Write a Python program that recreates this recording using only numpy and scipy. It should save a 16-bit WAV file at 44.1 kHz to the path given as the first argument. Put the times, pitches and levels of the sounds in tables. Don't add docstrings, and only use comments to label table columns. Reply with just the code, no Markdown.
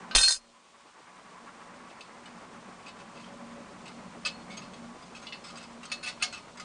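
import sys
import numpy as np
from scipy import signal
from scipy.fft import rfft, irfft
from scipy.io import wavfile
from scipy.ndimage import uniform_filter1d

SR = 44100
rng = np.random.default_rng(int(sys.argv[2]) if len(sys.argv) > 2 else 0)


def convert_level_to_amplitude(level_db):
    exponent = np.asarray(level_db, float) / 20
    return 10 ** exponent


def unload_audio(sound):
    columns = np.transpose(np.atleast_2d(sound))
    steps = np.round(np.clip(columns, -1, 1) * 32767)
    wavfile.write(sys.argv[1], SR, steps.astype(np.int16))


N = 292824
T = np.arange(N) / SR
SPAN = 16384
F = np.fft.rfftfreq(SPAN, 1 / SR) + 1


def unit(x):
    return x / np.sqrt(np.mean(x ** 2))


def band(x, lo_hz, hi_hz, order=2):
    return signal.sosfilt(signal.butter(order, [lo_hz, min(hi_hz, .45 * SR)], "band", fs=SR, output="sos"), x)


def curve(table):
    return np.interp(T, *np.transpose(table))


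def decay(t, t60_s):
    return np.exp(-np.log(1000) * t / t60_s)


def add(out, s, sound):
    i = int(s * SR)
    out[i:i + len(sound)] += sound[:N - i]


def flatten(x, size):
    return x / np.sqrt(uniform_filter1d(x ** 2, size) + 1e-9)


def flutter(size):
    return convert_level_to_amplitude(2 * unit(band(rng.standard_normal(size), 15, 70, order=1)))


def ring(modes, spread_db):
    hz, db, t60 = np.array(modes, float).T[:, :, None]
    luck = rng.standard_normal((2, len(hz), 1))
    damping = np.log(1000) / np.clip(t60, .01, .6)
    detuned_hz = hz * (1 + 0.0019 * luck[1])
    resonances = convert_level_to_amplitude(db + spread_db * luck[0]) / (damping + 2j * np.pi * (F - detuned_hz))
    return np.sum(resonances, axis=0)


def chatter(size, rate, scatter_db):
    hit = rng.random(size) < rate / SR
    sign = np.sign(rng.standard_normal(size))
    return hit * sign * convert_level_to_amplitude(scatter_db * rng.exponential(size=size))


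def clink(modes, length, clatter_db, spread_db, bright_db=0, dull_db=0, rise=0.000067):
    t = T[:SPAN]
    contacts = chatter(size=SPAN, rate=1500, scatter_db=2) * np.exp(-(t / np.clip(length, .001, .05)) ** 2)
    contacts[int(rise * SR / 2)] = 1 + 6.9 * np.exp(-rise / .0015)
    contacts *= 1 - np.exp(-t / np.clip(rise, 1e-4, .01))
    strike = rfft(contacts)
    colour_db = [-50, dull_db, dull_db, 0, 0, bright_db]
    colour = convert_level_to_amplitude(np.interp(np.log(F), np.log([200, 650, 1700, 2300, 4800, 6200]), colour_db))
    tail = rfft(rng.standard_normal(SPAN) * decay(t, .145))
    tail *= convert_level_to_amplitude(np.interp(np.log(F), np.log([800, 2500, 5000, 10000]), [-8.0, 5.5, 7.0, -10.0]))
    tone = unit(irfft(strike * colour * ring(modes, spread_db)))
    clatter = unit(irfft(strike * colour * tail))
    sound = tone * flutter(size=SPAN) + convert_level_to_amplitude(clatter_db) * clatter
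    end_fade = np.clip(8 - 8 * t / t[-1], 0, 1) ** 2
    return sound * end_fade / np.abs(sound).max()


# pitch_hz, density_db (per Hz)
TONE_COLOUR = [(30, -10), (110, -8.5), (233, 3), (319, -9.5), (1150, -8.5), (1750, -14.5), (7350, -22),
               (9550, -27.5)]
# pitch_hz, width_hz, level_db
HOLLOWS = [(183.7, 13, 8), (236.1, 7.2, 12.5), (567.7, 4.8, 14.5), (1013, 5.8, 12), (1126, 41, 5.5),
           (8800, 76, 3.5)]
# time_s, level_db
SWELL = [(0, 5.5), (.9, -6.5), (1.7, -1.5), (2.05, -3.5), (2.45, 0.5), (2.75, 0), (3.1, 1.5), (3.5, 2),
         (4.0, 3.5), (4.6, 4.5), (5.2, -0.5), (6.1, -1), (6.64, -2)]
# level_db, share of ducking, share of swell, drift_db_per_s, wander_db
RANGES = [
    (-69, 0.97, 0.68, 1.3, 0.5),
    (-51.5, 1.32, 1.11, 0.1144, 0.07),
    (-54, 0.92, 0.54, 0.03, 1.9),
    (-49.5, 1.03, 0.18, -0.6352, 1.55),
    (-60.5, 0.31, 0.13, 0.27, 0.6),
]
DUCK_FROM_S, DUCKED_S, DUCK_DB, RECOVER_S = 0.21, 0.26, -14, .7
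WHINE_HZ, WHINE_DB = 8123, -72.5


def room_tone():
    f = np.fft.rfftfreq(N, 1 / SR) + 1
    hz, db = np.array(TONE_COLOUR).T
    colour_db = np.interp(np.log(np.minimum(f, 9500)), np.log(hz), db)
    for centre, width, height_db in HOLLOWS:
        colour_db += height_db / (1 + (2 * (f - centre) / width) ** 2)
    noise = irfft(rfft(rng.standard_normal(N)) * convert_level_to_amplitude(colour_db), N)
    late = np.maximum(T - DUCKED_S, 0) / RECOVER_S
    duck_db = DUCK_DB * np.interp(T, [DUCK_FROM_S, DUCKED_S], [0, 1]) * np.exp(-late ** 2)
    out = convert_level_to_amplitude(WHINE_DB + 0.35 * duck_db) * flutter(size=N) * np.sin(2 * np.pi * WHINE_HZ * T)
    edges_hz = (20, 140, 320, 800, 2300, 10400)
    for lo, hi, (level_db, ducks, swells, drift, wander_db) in zip(edges_hz, edges_hz[1:], RANGES):
        wander = unit(band(rng.standard_normal(N), 6.5, 10.8, order=1))
        level_db = level_db + ducks * duck_db + swells * curve(SWELL) + drift * T
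        out = out + convert_level_to_amplitude(level_db + wander_db * wander) * unit(band(noise, lo, hi, order=3))
    return out


WIRE_HZ, WIRE_SPLIT_HZ, WIRE_T60_S = 4335, 61, .45


def wire_hum():
    t = T[:SPAN]
    pair = np.sin(2 * np.pi * WIRE_HZ * t) + np.sin(2 * np.pi * (WIRE_HZ - WIRE_SPLIT_HZ) * t) / 2
    return pair * decay(t, WIRE_T60_S) * flutter(size=SPAN)


# pitch_hz, level_db, t60_s
LOOSE = [(1245, -7.5, 0.51), (1413, 5.5, 0.036), (2080, -10.5, 0.15), (2590, -2, 0.075), (2950, -14.5, 0.3),
         (3500, -21, 0.065), (4330, -18, 0.91), (4690, -13.5, 0.038), (5120, -24.5, 0.085),
         (6460, 3.5, 0.062), (7650, -4, 0.053), (8030, 5, 0.027), (8250, -21.5, 0.11), (8650, -16, 0.033)]
# start_s, peak_db, own_ring_hz, chatter_s
TICKS = [(1.901, -45.5, 2630, 0.0077), (2.008, -35, 2600, .004), (2.154, -64, 2270, .008),
         (2.2566, -40, 2950, 0.0052), (2.861, -38.5, 2530, 0.012), (2.881, -37, 2600, 0.0071),
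         (2.988, -45.5, 2620, 0.028), (3.156, -41, 2610, 0.023), (3.197, -44.5, 2670, 0.018),
         (3.232, -42, 3200, 0.047), (3.856, -39.5, 2610, .012), (3.879, -37, 2650, 0.0066),
         (4.2604, -23, 4570, 0.02), (4.5, -37.5, 2204, 0.064), (4.57, -31, 6520, 0.013),
         (4.618, -40, 2634, 0.029), (4.735, -40.5, 3300, .0085), (4.826, -56, 2230, 0.005)]
# start_s, peak_db, own_ring_hz, chatter_s
JINGLES = [(5.023, -44, 4800, 0.018), (5.06, -48, 2100, .016), (5.149, -36.5, 2570, 0.033),
           (5.216, -38.5, 6460, 0.056), (5.44, -37, 5110, 0.048), (5.482, -40, 4590, 0.015),
           (5.501, -37, 2610, .008), (5.556, -39, 4810, 0.008), (5.572, -35.5, 2653, 0.015),
           (5.606, -40, 2640, 0.011), (5.628, -39, 5050, 0.014), (5.831, -34, 2690, 0.012),
           (5.853, -34, 6230, 0.0059), (6.3256, -30.5, 2635, 0.025), (6.372, -38, 2590, .016),
           (6.573, -36, 1674, 0.0057), (6.5974, -30.5, 7340, .0076)]
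# start_s, peak_db, own_ring_hz, chatter_s
LEAD_INS = [
    (5.9, -39, 4590, .01),
    (6.199, -39, 2560, .016),
    (6.2135, -31, 2520, .008),
]
TICK_BRIGHT_DB, TICK_DULL_DB = -7.5, -9
JINGLE_BRIGHT_DB, JINGLE_DULL_DB = -3.5, 1.5
LEAD_BRIGHT_DB, LEAD_DULL_DB = -17, 2


def loose_clinks():
    out = np.zeros(N)
    for rows, bright_db, dull_db in ((TICKS, TICK_BRIGHT_DB, TICK_DULL_DB),
                                     (JINGLES, JINGLE_BRIGHT_DB, JINGLE_DULL_DB),
                                     (LEAD_INS, LEAD_BRIGHT_DB, LEAD_DULL_DB)):
        for s, db, hz, length in rows:
            sound = clink(LOOSE + [(hz, 6, .09)], length, -1, 2, bright_db, dull_db, rise=.0003)
            add(out, s, convert_level_to_amplitude(db) * (sound + convert_level_to_amplitude(-27.5) * wire_hum()))
    return out


# pitch_hz, level_db, t60_s
PAN = [(570, -13, 0.23), (730, -17.5, 0.26), (1237, -6, 0.084), (1491, -9, 0.14), (2173, -15, 0.22),
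       (2620, 7, .05), (2610, -3.5, 0.22), (2930, -19, 0.15), (3480, -14, 0.067), (4400, 1.5, 0.053),
       (4730, -15, 0.071), (6700, -7, .1), (8190, 0, 0.015), (9050, -2.5, 0.042)]
# pitch_hz, level_db, t60_s
LEVER = [(2063, 0, .12), (2660, 0, .13), (2920, -7, .2), (3400, 1, .04), (4400, -10, .25), (5577, -20, .1),
         (6460, -24, .14)]
# start_s, peak_db, chatter_s, rise_s, bright_db
PAN_KNOCKS = [
    (4.2495, -19, 0.0091, 0.0024, -9),
    (5.9145, -17.5, 0.0095, 0.0031, -1.5),
    (6.028, -26, 0.036, 0.0009, -4),
    (6.058, -25.5, 0.032, 0.01, -2),
    (6.2215, -12.5, .015, .0025, 0.5),
]
# start_s, peak_db, chatter_s, rise_s, bright_db
LEVER_KNOCKS = [
    (5.2685, -32, 0.005, 0.00014, -9),
    (5.3235, -30, 0.0066, 0.00028, -11),
]
KNOCK_CLATTER_DB, STRIKE_SPREAD_DB = -2, 1


def firm_knocks():
    out = np.zeros(N)
    for rows, modes in ((PAN_KNOCKS, PAN), (LEVER_KNOCKS, LEVER)):
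        for s, db, length, rise, bright_db in rows:
            sound = clink(modes, length, KNOCK_CLATTER_DB, STRIKE_SPREAD_DB, bright_db, rise=rise)
            add(out, s, convert_level_to_amplitude(db) * (sound + convert_level_to_amplitude(-28) * wire_hum()))
    return out


LATCH_S, LATCH_DB, LATCH_HZ = .1108, -28, 1545


def latch_slip():
    out = np.zeros(N)
    click = clink(LOOSE + [(LATCH_HZ, 3.5, .1)], 0.0033, -1.6, 2.5, bright_db=-22)
    add(out, LATCH_S, convert_level_to_amplitude(LATCH_DB) * click)
    return out


BOUNCE_RISE_S = 0.001
THUD_S, THUD_DB, THUD_FADE_DB_PER_S = .149, -31.5, 136


def blanket_thud():
    since = np.maximum(T[:2 * SPAN] - THUD_S, 0)
    level = (1 - np.exp(-since / BOUNCE_RISE_S)) * convert_level_to_amplitude(THUD_DB - THUD_FADE_DB_PER_S * since)
    out = np.zeros(N)
    add(out, 0, level * unit(band(rng.standard_normal(2 * SPAN), 13, 39)))
    return out


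# time_s, level_db
FRAME = [
    (.15, -20),
    (.178, -51),
    (.24, -22.5),
    (.29, -27.5),
    (.313, -42),
    (.327, -36),
    (.353, -56),
    (.385, -68),
    (.52, -84),
]
FRAME_HZ = 4257


def frame_ring():
    sounding = uniform_filter1d(1. * ((T > FRAME[0][0]) & (T < FRAME[-1][0])), size=100)
    return sounding * convert_level_to_amplitude(curve(FRAME) + 6.5) * np.sin(2 * np.pi * FRAME_HZ * T)


# start_s, peak_db, centre_hz
STRIKES = [
    (.1112, -30, 1500),
    (.1512, -10, 2100),
    (.1619, -6, 2300),
    (.172, -14, 4400),
    (.1825, -12, 3900),
    (.211, -24, 4000),
    (.235, -24, 5000),
    (.2785, -19, 3000),
    (.3075, -22, 2500),
    (.324, -19, 5500),
]


def blow_cracks():
    out = np.zeros(N)
    for s, db, hz in STRIKES:
        crack = band(-signal.unit_impulse(400), hz / 5, hz * 1.3)
        add(out, s, convert_level_to_amplitude(db) * crack / np.abs(crack).max())
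    return out


# pitch_hz; then level_db, t60_s of each
JAWS_HZ = [1100, 1544, 1857, 2580, 2789, 3191, 3583, 3645, 4100, 4393]
JAWS = [(-32, 0.075), (2.5, 0.21), (0, 0.18), (-4, 0.39), (-18, 0.18), (-4.5, 0.48), (-7, 0.23), (4, 0.7),
        (6.5, .3), (5, 0.41)]
# pitch_hz; then level_db, t60_s of each
SPRINGS_HZ = [4953, 5062, 5496, 6072, 6435, 6512, 7460, 8299, 8845, 9146, 9499]
SPRINGS = [(-3, .3), (1.5, 0.43), (-10, .23), (-8, .15), (-11.5, 0.57), (-8, 0.42), (-12.5, 0.49),
           (-1, 0.12), (-24, 0.13), (-6, 0.23), (-17, 0.54)]
# start_s, pan_db, jaws_db, springs_db
BOUNCES = [(.149, -21.5, -12, -13), (0.157, -25, -20, -15), (0.174, -22, -13, -34),
           (.184, -23.5, -17.5, -16.5), (.197, -27, -28, -36), (.211, -34, -23, -18.5),
           (0.23, -25.5, -15.5, -17), (.25, -48, -29.5, -24.5), (0.28, -26.5, -27, -17),
           (0.297, -30.5, -25, -35), (0.306, -42, -32, -19.5), (0.326, -43, -31, -41),
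           (0.347, -44, -34, -43)]
FADE_DB_PER_S = (330, 348, 271)
SETTLE_S, SETTLE_DB_PER_S = 0.365, 603
CLATTER_DB, CLATTER_GAIN_DB_PER_S = -12.5, 199


def steel_rattle():
    t = T[:2 * SPAN]
    steel = np.zeros(2 * SPAN)
    for s, _, _ in STRIKES:
        add(steel, s, irfft(ring(np.c_[JAWS_HZ + SPRINGS_HZ, JAWS + SPRINGS], spread_db=4.5)))
    starts, *parts_db = np.array(BOUNCES).T[:, :, None]
    since = np.maximum(t - starts, 0)
    latest = np.where(t >= starts, since, 1).min(axis=0)
    clatter = unit(band(chatter(size=2 * SPAN, rate=6800, scatter_db=1.5), 2200, 5600, order=1))
    clatter_db = CLATTER_DB + CLATTER_GAIN_DB_PER_S * np.minimum(latest, .04)
    rattle = flatten(unit(steel), size=1300) + convert_level_to_amplitude(clatter_db + 4.0) * clatter
    rise = 1 - np.exp(-since / BOUNCE_RISE_S)
    settle = convert_level_to_amplitude(-SETTLE_DB_PER_S * np.maximum(t - SETTLE_S, 0))
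    out = np.zeros(N)
    ranges_hz = ((400, 2000), (2000, 4300), (4300, 11000))
    for edges, db, fade in zip(ranges_hz, parts_db, FADE_DB_PER_S):
        strength = np.sqrt(np.sum((rise * convert_level_to_amplitude(db - fade * since)) ** 2, axis=0))
        add(out, 0, settle * strength * flatten(band(rattle, *edges), size=1300))
    return out


def scene():
    handling = loose_clinks() + firm_knocks() + latch_slip()
    snap = blanket_thud() + frame_ring() + blow_cracks() + steel_rattle()
    return (room_tone() + handling + snap)[None]


def roll_off(x):
    return signal.sosfilt(signal.butter(12, 10480, fs=SR, output="sos"), x)


def record(dry):
    steep = signal.ellip(12, .2, 60, 10120, fs=SR, output="sos")
    mix = signal.sosfilt(np.vstack([steep, steep]), dry)
    return roll_off(mix)


dry = scene()
out = record(dry)
unload_audio(out)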